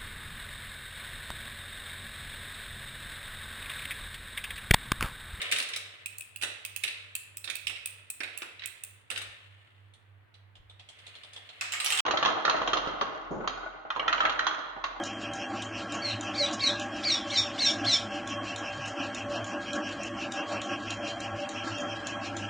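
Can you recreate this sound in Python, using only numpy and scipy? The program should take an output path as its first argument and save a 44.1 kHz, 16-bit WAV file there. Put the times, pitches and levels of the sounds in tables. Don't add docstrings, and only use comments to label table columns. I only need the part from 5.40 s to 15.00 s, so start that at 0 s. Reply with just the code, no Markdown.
import sys
import numpy as np
from scipy import signal
from scipy.fft import rfft, irfft, next_fast_len
from scipy.io import wavfile

SR = 44100
rng = np.random.default_rng(int(sys.argv[2]) if len(sys.argv) > 2 else 0)


def to_wav(s):
    ch = np.atleast_2d(s).T
    pcm = np.round(np.clip(ch, -1, 1) * 32767)
    wavfile.write(sys.argv[1], SR, pcm.astype(np.int16))


N = 423360
TIME = np.arange(N) / SR

CUT_S, RESUME_S, SLOW_SPEED = 6.606, 6.65, 0.42
TOP_HZ, SLOW_TOP_HZ = 16700, 6850
LEAD = 64
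ATTACK_S = 0.0007

# (frequency [Hz], relative level per Hz [dB])
AIR = [(18, -53.5), (30, -13.5), (43, -26), (68, -12), (103, -6.5), (186, -22), (288, -19.5), (624, -22),
       (1930, -19.5), (3770, -35), (5690, -52), (14000, -49.5)]
AIR_DB = -65.5
# (time [s], level of the upper tone [dB])
HUM = [(0, -67), (1.4, -64), (2.6, -64), (2.95, -73.5), (3.8, -60.5), (5.3, -61), (5.7, -67.5),
       (6.6, -66.5)]
SLOW_HUM = [(6.65, -73.5), (7.25, -58), (9.6, -62)]
HUM_HZ, BEAT_HZ, SECOND_TONE_DB = 100, 3.24, -3
BEAT_PEAK_S, SLOW_BEAT_PEAK_S = 3.82, 8.1
# (frequency [Hz], time to fall 60 dB [s])
ROOM = [(300, 0.4), (800, 0.7), (2300, 0.7), (5500, 0.55), (9000, 0.43), (15000, 0.31)]

# (start time [s], level [dB])
MARBLE_ROLLS = [(-0.08, -27.5), (1.02, -41), (1.47, -43), (2.1, -62), (2.32, -45), (2.82, -40.5),
                (3.2, -50.5), (3.76, -43)]
ROLL_RISE_S, ROLL_FADE_DB_PER_S = 0.05, 29.5
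# (frequency [Hz], relative level per Hz [dB])
TRACK = [(88, -45), (150, -35), (199, -20), (611, -5), (910, -32), (1000, -6.5), (1380, -3), (1840, -2.5),
         (2900, 2.5), (3570, -3), (5740, -25.5), (9400, -19), (10900, -34.5), (14000, -32.5)]
# (frequency [Hz], width [Hz], lift [dB])
RAILS = [(452, 17, 9), (598, 17, 7.5), (730, 33, 10.5), (1290, 36, 2), (1802, 37, 8.5), (2040, 130, 5.5),
         (2850, 330, 1), (3546, 170, 2), (4200, 150, 4)]

# (time [s], level [dB], thud above that [dB], tick above that [dB],
# left minus right [dB], ring [Hz])
WOOD_KNOCKS = [(0.016, -32, -20, -8.5, -2, 2180), (0.114, -32.5, -14, -1, -0.5, 2400),
               (0.122, -23.5, -17.5, -9.5, -3.5, 2740), (0.161, -31, -18, -8, -0.5, 2540),
               (0.184, -34.5, -9, 1, -2, 2440), (0.2, -30.5, -13.5, -10, -4, 2620),
               (0.224, -39, -31, -2, -8, 2470), (0.288, -43.5, -6.5, -2, -2, 2780),
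               (0.335, -33, -29, -19, -2, 2520), (0.361, -36.5, -12, 0, -1, 2290),
               (1.013, -39.5, -12.5, -7, -17, 2650), (1.023, -35.5, -7, -1, 0, 2480),
               (1.034, -30.5, -7, -5.5, -7.5, 2700), (1.436, -27, -17.5, -7, -7, 2810),
               (1.478, -33, -17.5, -14, 5, 2650), (2.042, -40, -13, -2, -9.5, 2560),
               (2.075, -37, -9, -21, -11.5, 2600), (2.099, -32, -18, -8, -9, 2400),
               (2.269, -27.5, -25, -10.5, -9.5, 2830), (2.296, -40, -7, -6, -11, 2740),
               (2.36, -41.5, -27, -21, 3, 2200), (2.804, -37.5, -2, -11.5, -9, 2340),
               (2.833, -35, -11, -13.5, -6, 2400), (3.019, -40.5, -1.5, -8, -3, 2620),
               (3.194, -44, -16, -35, 0, 2900), (3.22, -42, -15, -42, -9, 2150),
               (3.236, -39, -17, -41, -10, 2280), (3.702, -36.5, -4.5, -1, -19, 2850),
               (3.712, -38.5, -11, -10, 24, 2980), (3.759, -36.5, -11, -14, -6, 2920),
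               (3.775, -35, -9.5, -6, 4, 2730), (3.816, -42.5, -7, -3.5, -2, 2340)]
# (frequency [Hz], relative level per Hz [dB])
WOOD = [(120, -55.5), (250, -21), (450, -16.5), (900, -20.5), (1400, -5.5), (2250, -0.5), (3000, -2),
        (3900, -5), (5200, -9), (6500, -14.5), (9200, -8.5), (12000, -26.5), (16000, -26)]
# (frequency [Hz], relative level per Hz [dB])
BOARD = [(100, -45), (230, -7.5), (450, 0), (700, -1), (1000, -6.5), (2500, -50), (8000, -79.5)]
# (time [s], level [dB], tick above that [dB], left minus right [dB])
GLASS_CLICKS = [(0.659, -33.5, -0.5, -6), (0.783, -52, 16.5, -2), (0.808, -40, 1.5, 4),
                (0.96, -39.5, 2, -10), (1.25, -35, 2, -9.5), (1.362, -33.5, 1.5, -16), (1.752, -34, 6, -4),
                (1.97, -46, 12, -5.5), (2.154, -35.5, 3, -12), (2.458, -36, 6.5, -6), (2.701, -42, 12, -4),
                (2.975, -40, 8, -15), (3.258, -39.5, 8.5, -14), (3.436, -45.5, 12.5, -5)]
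# (frequency [Hz], relative level per Hz [dB])
GLASS = [(400, -32), (1700, -10.5), (2600, -3), (3300, 0), (6300, -10), (8300, 5), (10000, -0.5),
         (13000, -10), (15500, -2)]
GLASS_RING_HZ, WOOD_RING_HZ, SLOW_RINGS_HZ = 2600, 3717, (3194, 4080)

# (time [s], level [dB])
THUMPS = [(2.24, -57), (3.85, -60), (5.17, -52)]
# (frequency [Hz], relative level per Hz [dB])
THUMP_COLOUR = [(20, -10), (45, -6), (70, 3), (130, -14.5), (300, -47), (1000, -81)]

# (time [s], level [dB], tick above that [dB], ring [Hz])
SEAM_TICKS = [(4.537, -59.5, -7.5, 4200), (4.941, -57.5, -21, 4090), (5.154, -55, -23, 3000),
              (5.297, -51.5, -21, 3450), (5.395, -50.5, -26, 3440), (5.488, -48.5, -11, 3190),
              (5.588, -56, -11, 3600), (5.666, -46.5, -13, 3520), (5.752, -48.5, -17, 3200),
              (5.834, -47, -16, 3560), (5.933, -51, -5, 3450), (5.962, -42, -19, 3450),
              (6.09, -46.5, -28, 4020)]
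# (frequency [Hz], relative level per Hz [dB])
SEAM = [(180, -31.5), (300, -27), (630, -16), (950, -17.5), (1800, -19.5), (2500, -7), (3500, -1.5),
        (4500, -9), (6000, -13.5), (9400, -6.5), (12500, -39.5), (16000, -38)]
# (time [s], level [dB])
QUEUE_ROLL = [(4.6, -83), (5.2, -75), (5.66, -50), (6.1, -51), (6.38, -44.5), (6.6, -37)]
# (frequency [Hz], width [Hz], lift [dB])
LOADED_BOARD = (670, 130, 5)

# (time [s], level [dB], tick above that [dB],
# low ring [Hz], high ring [Hz])
TOWER_DROPS = [(6.21, -30, -8, 2520, 7240), (6.243, -40.5, -14.5, 2650, 7300),
               (6.321, -35, 0.5, 2920, 7450), (6.336, -31, -8, 1910, 7360), (6.401, -30, -3.5, 2750, 8600),
               (6.445, -32, 2, 3220, 9950), (6.46, -28.5, -3, 3030, 5600), (6.503, -30, -2, 3080, 9500),
               (6.522, -25.5, -5, 2800, 7700), (6.55, -38, -2, 2730, 9400), (6.574, -31, -4, 3570, 8340),
               (6.588, -30.5, -3, 2960, 7650), (6.595, -26, -25, 3280, 8790)]
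# (frequency [Hz], relative level per Hz [dB])
TOWER = [(150, -59), (250, -27.5), (651, -25), (723, -9.5), (938, -11), (1220, -1), (1470, -9), (2810, -2),
         (6360, -11.5), (8120, -8), (13200, -20), (16000, -19)]

# (time [s], level [dB])
SPIRAL_ROLL = [(6.66, -29), (6.85, -30.5), (7.19, -30.5), (8.3, -43), (8.56, -45), (8.71, -35.5),
               (8.89, -33), (9.27, -43), (9.6, -42)]
# (frequency [Hz], relative level per Hz [dB])
SPIRAL = [(40, -34.5), (90, -0.5), (200, -6), (400, 3), (750, 7), (1250, 9), (1700, -5), (2400, -11.5),
          (3200, -14), (4250, -20.5), (4900, -34.5), (6800, -42), (9000, -56.5)]
# (frequency [Hz], width [Hz], lift [dB])
DISH = [(307.6, 33, 10.5), (444, 22, 1), (635.4, 37, 11), (775, 49, 6), (1180, 26, -8), (1307, 27, 4.5),
        (1470, 48, 12), (2040, 88, 11), (2660, 130, -0.5), (3714, 35, -10)]
# (time [s], level [dB], thud above that [dB], tick above that [dB], ring [Hz])
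SLOW_DROPS = [(6.652, -34.5, -6, -7.5, 1090), (6.663, -29, -6.5, -7, 1080),
              (6.681, -29.5, -4.5, -9.5, 1046), (6.709, -29, -7, -1, 1186), (6.772, -29, -16, 0, 1310),
              (6.827, -25, -11, -5, 1155), (6.85, -25, -14, -5, 1105), (6.857, -27.5, -3.5, 0.5, 1110),
              (6.886, -28.5, -6.5, -11, 1322), (7.051, -25, -15.5, -3.5, 1223),
              (7.078, -23.5, -9, -18, 1133), (7.096, -22.5, -22, -5.5, 1118), (7.165, -35, -8, -4, 1290),
              (7.217, -33, -1, -8, 990), (7.275, -34.5, -2.5, 4.5, 1094), (7.332, -24.5, -9, -2.5, 1218),
              (7.371, -30.5, -5, -2, 1100), (7.473, -37, 2, -4.5, 1300), (7.611, -27, -6, -7, 1074),
              (8.075, -28.5, -11, -4.5, 1183), (8.503, -28.5, -24.5, -15, 1260),
              (8.561, -31.5, -7, -13.5, 950), (8.595, -31, -8.5, -15, 1122), (8.628, -35, -12, -20, 1040),
              (8.679, -22.5, -22, -10.5, 1324), (8.727, -23, -34, -9.5, 1240), (8.779, -37, -6, -14, 1540),
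              (8.804, -22, -24.5, -9.5, 1220), (8.852, -22, -18, -12.5, 1302), (8.895, -33, -9, 0, 1210),
              (8.992, -25, -24, -6.5, 1410), (9.067, -23, -31, -6, 1060), (9.111, -32, -20, -14, 1210),
              (9.44, -28.5, -23.5, -7, 1048)]
# (frequency [Hz], relative level per Hz [dB])
SLOW = [(60, -35.5), (200, -22.5), (450, -7.5), (750, -7), (1150, 0), (1700, -0.5), (2400, -8.5),
        (3300, -10), (4200, -14), (5300, -20), (6600, -17.5), (9000, -60.5)]
# (frequency [Hz], width [Hz], lift [dB])
SLOW_MODES = [(1258, 23, 1.5), (2787, 180, 8), (3720, 130, 10), (5550, 43, 3), (6270, 210, 2)]
JOSTLE_RISE_S, JOSTLE_FADE_DB_PER_S = 0.025, 72
# (time [s], level [dB], decay [s])
BUMP = (7.907, -31, 0.11)
# (frequency [Hz], relative level per Hz [dB])
BUMP_COLOUR = [(60, -15.5), (150, -1.5), (380, 3), (700, -3.5), (1400, -15.5), (2200, -49), (5500, -43.5),
               (6800, -33)]
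# (time [s], level [dB], pitch [Hz])
BLOCK_PINGS = [(8.503, -29.5, 3156), (8.596, -22.5, 2870), (8.68, -24.5, 3130), (8.727, -26, 2620),
               (8.779, -31, 2920), (8.853, -23.5, 2000)]
# (multiple of the pitch, level [dB], decay [s])
PING_PARTIALS = [(0.791, -6.5, 0.012), (1, -0.5, 0.007), (1.1, -1, 0.007), (1.859, -23, 0.0068)]


def undb(db):
    return 10 ** (np.asarray(db) / 20)


def unit(x):
    return x / np.sqrt(np.mean(x ** 2) + 1e-20)


def freqs(x):
    return np.maximum(np.fft.rfftfreq(x.shape[-1], 1 / SR), 1)


def shape(x, gain):
    return irfft(rfft(x) * gain, x.shape[-1])


def over_hz(points, f):
    hz, value = np.transpose(points)
    return np.interp(np.log(f), np.log(hz), value)


def colour(x, points, modes=()):
    f = freqs(x)
    lift = sum(db / (1 + (2 * (f - hz) / width) ** 2) for hz, width, db in modes)
    return shape(x, undb(over_hz(points, f) + lift))


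def fader(curve):
    return undb(np.interp(TIME, *np.transpose(curve)))


def swells(starts, rise_s, fade_db_per_s):
    t = TIME[::200]
    s, db = np.transpose(starts)[:2, :, None]
    age = np.maximum(t - s, 0)
    gain = undb(db - fade_db_per_s * age) * (1 - np.exp(-age / rise_s))
    return np.c_[t, 10 * np.log10(np.sum(gain ** 2, axis=0) + 1e-12)]


def sides(pan_db):
    return unit(undb(np.array([[pan_db], [-pan_db]]) / 2))


def stereo_noise(size, likeness, lag=0):
    shared, *own = rng.standard_normal((3, size))
    likeness = np.clip(likeness, 0, 1)
    both = np.array([np.roll(shared, lag), shared])
    return np.sqrt(likeness) * both + np.sqrt(1 - likeness) * np.array(own)


def low_pass(x, hz):
    return signal.sosfilt(signal.ellip(10, 0.2, 75, hz, fs=SR, output="sos"), x)


def air():
    return undb(AIR_DB) * unit(colour(stereo_noise(N, likeness=0.04), AIR))


def hum(peak_s, speed):
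    turn = 2 * np.pi * speed * (TIME - peak_s)
    tones = np.sin(HUM_HZ * turn) + undb(SECOND_TONE_DB) * np.sin((HUM_HZ - BEAT_HZ) * turn)
    return np.sqrt(2) * tones * sides(pan_db=-4.5)


def random_bumps(per_s, spread_db, most, decay_s):
    strength = undb(spread_db * np.minimum(rng.exponential(size=N), most))
    bumps = (rng.random(N) < per_s / SR) * strength
    return np.sqrt(signal.lfilter([1], [1, -np.exp(-2 / (decay_s * SR))], bumps ** 2))


def rolling(curve, spectrum, modes, bumps_per_s, spread_db, bump_s, smooth_db, sway_db, likeness):
    contact = unit(random_bumps(bumps_per_s, spread_db, most=4, decay_s=bump_s)) + undb(smooth_db)
    wood = colour(contact * stereo_noise(N, likeness, lag=6), spectrum)
    out = wood
    for hz, width, db in modes:
        places = np.linspace(0, TIME[-1], 60)
        sway = fader(np.c_[places, sway_db * rng.standard_normal(len(places))])
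        resonance = signal.lfilter(*signal.iirpeak(hz, hz / width, fs=SR), wood)
        out = out + (undb(db) - 1) * sway * resonance
    return unit(out) * fader(curve)


def marble_rolls():
    curve = swells(MARBLE_ROLLS, ROLL_RISE_S, ROLL_FADE_DB_PER_S)
    return undb(-5.5) * rolling(curve, TRACK, RAILS, bumps_per_s=300, spread_db=3.0, bump_s=0.0039,
                                smooth_db=3.5, sway_db=4.0, likeness=0.17)


def early_reflections(f, depth_db):
    grid = np.arange(0, 20000, 380)
    return undb(depth_db * np.interp(f, grid, rng.standard_normal(len(grid))))


def repeats(s, db, thud_db, tick_db, pan_db, rings_hz, detune, gap_s, loss_db, dull_db, drift_db, count):
    rows = []
    for k in range(count):
        chance = rng.standard_normal((len(s), 1 + len(rings_hz))).T
        late_s = k * gap_s * (1 + 0.15 * chance[0])
        rings = [hz * (1 + detune * c) for hz, c in zip(rings_hz, chance[1:])]
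        columns = np.broadcast_arrays(s + late_s, db + k * loss_db, thud_db + k * dull_db, tick_db,
                                      pan_db + k * drift_db, *rings)
        rows.append(np.column_stack(columns))
    return np.vstack(rows)


def blows(table, spectrum, decay_s, ring_db, ring_s, lift_db, width_hz, body_db, body_s, board_db, board_s,
          likeness, speed=1, modes=()):
    size, head = next_fast_len(int(6000 / speed)), int(0.008 * SR / speed)
    t = np.maximum(np.arange(size) - LEAD, 0) / SR
    f = freqs(t) / speed
    thud = 1 / (1 + (f / 1700) ** 6)
    tick = 1 - 1 / (1 + (f / 5500) ** 6)
    crack_and_body = np.exp(-t / decay_s) + undb(body_db) * np.exp(-t / body_s)
    envelope = (1 - np.exp(-t / speed / ATTACK_S)) * crack_and_body
    ring_envelope = (1 - np.exp(-t / speed / 0.0011)) * np.exp(-t / ring_s)
    board_envelope = (1 - np.exp(-t / speed / 0.0057)) * np.exp(-t / board_s)
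    out = np.zeros((2, N + 2 * size))
    for s, db, thud_db, tick_db, pan_db, *rings_hz in table:
        noise = stereo_noise(size, likeness, lag=rng.integers(3, 9))
        noise = shape(noise, early_reflections(f, depth_db=4))
        ring_modes = [(hz, width_hz, lift_db) for hz in rings_hz]
        hit = envelope * unit(colour(noise, spectrum, [*modes, *ring_modes]))
        for hz in rings_hz:
            slope_db = over_hz(spectrum, hz) - over_hz(spectrum, rings_hz[0])
            phase = rng.random() + 0.081 * rng.standard_normal((2, 1))
            hit = hit + undb(ring_db + slope_db) * ring_envelope * np.sin(2 * np.pi * (hz * t + phase))
        hit = hit * sides(pan_db)
        board = board_envelope * unit(shape(stereo_noise(size, likeness), undb(over_hz(BOARD, f))))
        sound = undb(db + thud_db + board_db) * board
        for band, band_db in ((thud, thud_db), (1 - thud - tick, 0), (tick, tick_db)):
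            part = shape(hit, band)
            head_rms = np.sqrt(np.mean(part[:, LEAD:LEAD + head] ** 2))
            sound = sound + part * undb(db + band_db) / head_rms
        start = int(max(s, 0) * SR)
        out[:, start:start + size] += sound
    return out[:, LEAD:LEAD + N]


def wood_knocks():
    s, db, thud_db, tick_db, pan_db, hz = np.transpose(WOOD_KNOCKS)
    hits = repeats(s, db, thud_db, tick_db, pan_db, rings_hz=[hz, WOOD_RING_HZ], detune=0.019,
                   gap_s=0.0105, loss_db=-9, dull_db=6, drift_db=6.5, count=2)
    return undb(0.77) * blows(hits, WOOD, decay_s=0.0065, ring_db=-3, ring_s=0.0031, lift_db=8.5, width_hz=520,
                              body_db=-10.5, body_s=0.01, board_db=-12.5, board_s=0.047, likeness=0.26)


def room(x, speed, build_s):
    t = np.arange(int(SR / speed)) / SR * speed
    noise = rng.standard_normal((2, len(t)))
    centres, t60s = np.transpose(ROOM)
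    tail = 0
    for weights, t60 in zip(np.eye(len(ROOM)), t60s):
        band = shape(noise, over_hz(np.c_[centres, weights], freqs(t) / speed))
        tail = tail + band * np.exp(-np.log(1000) * t / t60)
    tail = unit(tail * (1 - np.exp(-t / build_s))) / np.sqrt(len(t))
    return signal.fftconvolve(x, tail, axes=1)[:, :N]


def glass_clicks():
    s, db, tick_db, pan_db = np.transpose(GLASS_CLICKS)
    hits = repeats(s, db, thud_db=-18.5, tick_db=tick_db, pan_db=pan_db, rings_hz=[GLASS_RING_HZ], detune=0.018,
                   gap_s=0.0113, loss_db=-9, dull_db=4.5, drift_db=16, count=2)
    return undb(-1.2) * blows(hits, GLASS, decay_s=0.0027, ring_db=-1.5, ring_s=0.0035, lift_db=15, width_hz=360,
                              body_db=-32.5, body_s=0.0056, board_db=-19.0, board_s=0.02, likeness=0.13)


def thumps():
    curve = swells(THUMPS, rise_s=0.01, fade_db_per_s=112)
    return unit(colour(stereo_noise(N, likeness=0.8), THUMP_COLOUR)) * fader(curve)


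def seam_ticks():
    s, db, tick_db, hz = np.transpose(SEAM_TICKS)
    hits = repeats(s, db, thud_db=-13.5, tick_db=tick_db, pan_db=-3, rings_hz=[hz], detune=0.02,
                   gap_s=0.011, loss_db=-8, dull_db=9, drift_db=5.5, count=2)
    return undb(0.4) * blows(hits, SEAM, decay_s=0.0077, ring_db=-2.5, ring_s=0.007, lift_db=4.0, width_hz=400,
                             body_db=-6.5, body_s=0.026, board_db=-12.5, board_s=0.024, likeness=0.096,
                             modes=RAILS)


def queue_roll():
    return undb(-4) * rolling(QUEUE_ROLL, TRACK, [*RAILS, LOADED_BOARD], bumps_per_s=240, spread_db=3.0,
                              bump_s=0.0039, smooth_db=9.0, sway_db=6.8, likeness=0.17)


def tower_drops():
    s, db, tick_db, low_hz, high_hz = np.transpose(TOWER_DROPS)
    hits = repeats(s, db, thud_db=-13, tick_db=tick_db, pan_db=-7, rings_hz=[low_hz, high_hz], detune=0.011,
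                   gap_s=0.0064, loss_db=-5.0, dull_db=6.5, drift_db=8.5, count=3)
    return undb(-1.26) * blows(hits, TOWER, decay_s=0.003, ring_db=-4.5, ring_s=0.0046, lift_db=9.5,
                               width_hz=2800, body_db=-18.0, body_s=0.011, board_db=-15.0, board_s=0.02,
                               likeness=0.14)


def spiral_roll():
    return undb(-2.0) * rolling(SPIRAL_ROLL, SPIRAL, DISH, bumps_per_s=130, spread_db=6.0, bump_s=0.019,
                                smooth_db=-3.0, sway_db=2.0, likeness=0.19)


def slow_drops():
    s, db, thud_db, tick_db, hz = np.transpose(SLOW_DROPS)
    hits = repeats(s, db, thud_db, tick_db, pan_db=-3, rings_hz=[hz, *SLOW_RINGS_HZ], detune=0.017,
                   gap_s=0.0167, loss_db=-13, dull_db=7, drift_db=3, count=2)
    return undb(-1.5) * blows(hits, SLOW, decay_s=0.0074, ring_db=-4, ring_s=0.012, lift_db=10, width_hz=240,
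                              body_db=-6, body_s=0.023, board_db=-19.5, board_s=0.12, likeness=0.41,
                              speed=SLOW_SPEED, modes=SLOW_MODES)


def jostle():
    contact = random_bumps(per_s=70, spread_db=4.5, most=2.5, decay_s=0.004)
    nudges = unit(colour(contact * stereo_noise(N, likeness=0.097), SLOW, SLOW_MODES))
    return undb(-20) * nudges * fader(swells(SLOW_DROPS, JOSTLE_RISE_S, JOSTLE_FADE_DB_PER_S))


def bump():
    s, db, decay_s = BUMP
    t = np.maximum(TIME - s, 0)
    envelope = (1 - np.exp(-t / 0.0025)) * np.exp(-t / decay_s)
    return undb(db) * envelope * unit(colour(stereo_noise(N, likeness=0.27), BUMP_COLOUR))


def block_pings():
    t = np.arange(SR // 8) / SR
    out = np.zeros((2, N))
    for s, db, hz in BLOCK_PINGS:
        start = int(s * SR)
        for multiple, partial_db, decay_s in PING_PARTIALS:
            phase = rng.random() + 0.087 * rng.standard_normal((2, 1))
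            envelope = (1 - np.exp(-t / ATTACK_S)) * np.exp(-t / decay_s)
            tone = np.sin(2 * np.pi * (multiple * hz * t + phase))
            out[:, start:start + len(t)] += undb(db + partial_db) * envelope * tone
    return out


def real_time():
    wood, glass, seams, tower = wood_knocks(), glass_clicks(), seam_ticks(), tower_drops()
    to_room = undb(-5.5) * wood + undb(-7) * glass + undb(-8) * seams + undb(-1.5) * tower
    echoes = room(to_room, speed=1, build_s=0.0044)
    background = air() + fader(HUM) * hum(BEAT_PEAK_S, speed=1) + thumps()
    return background + marble_rolls() + wood + glass + seams + queue_roll() + tower + echoes


def slow_motion():
    drops = slow_drops() + block_pings()
    echoes = room(undb(-7.5) * drops, speed=SLOW_SPEED, build_s=0.0033)
    slow_hum = fader(SLOW_HUM) * hum(SLOW_BEAT_PEAK_S, speed=SLOW_SPEED)
    return slow_hum + spiral_roll() + drops + jostle() + bump() + echoes


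def scene():
    before = np.clip((CUT_S - TIME) / 0.003 + 0.5, 0, 1)
    after = np.clip((TIME - RESUME_S) / 0.003, 0, 1)
    return before * real_time() + low_pass(after * slow_motion(), SLOW_TOP_HZ)


def record(dry):
    return low_pass(dry, TOP_HZ)


dry = scene()
out = record(dry)
to_wav(out)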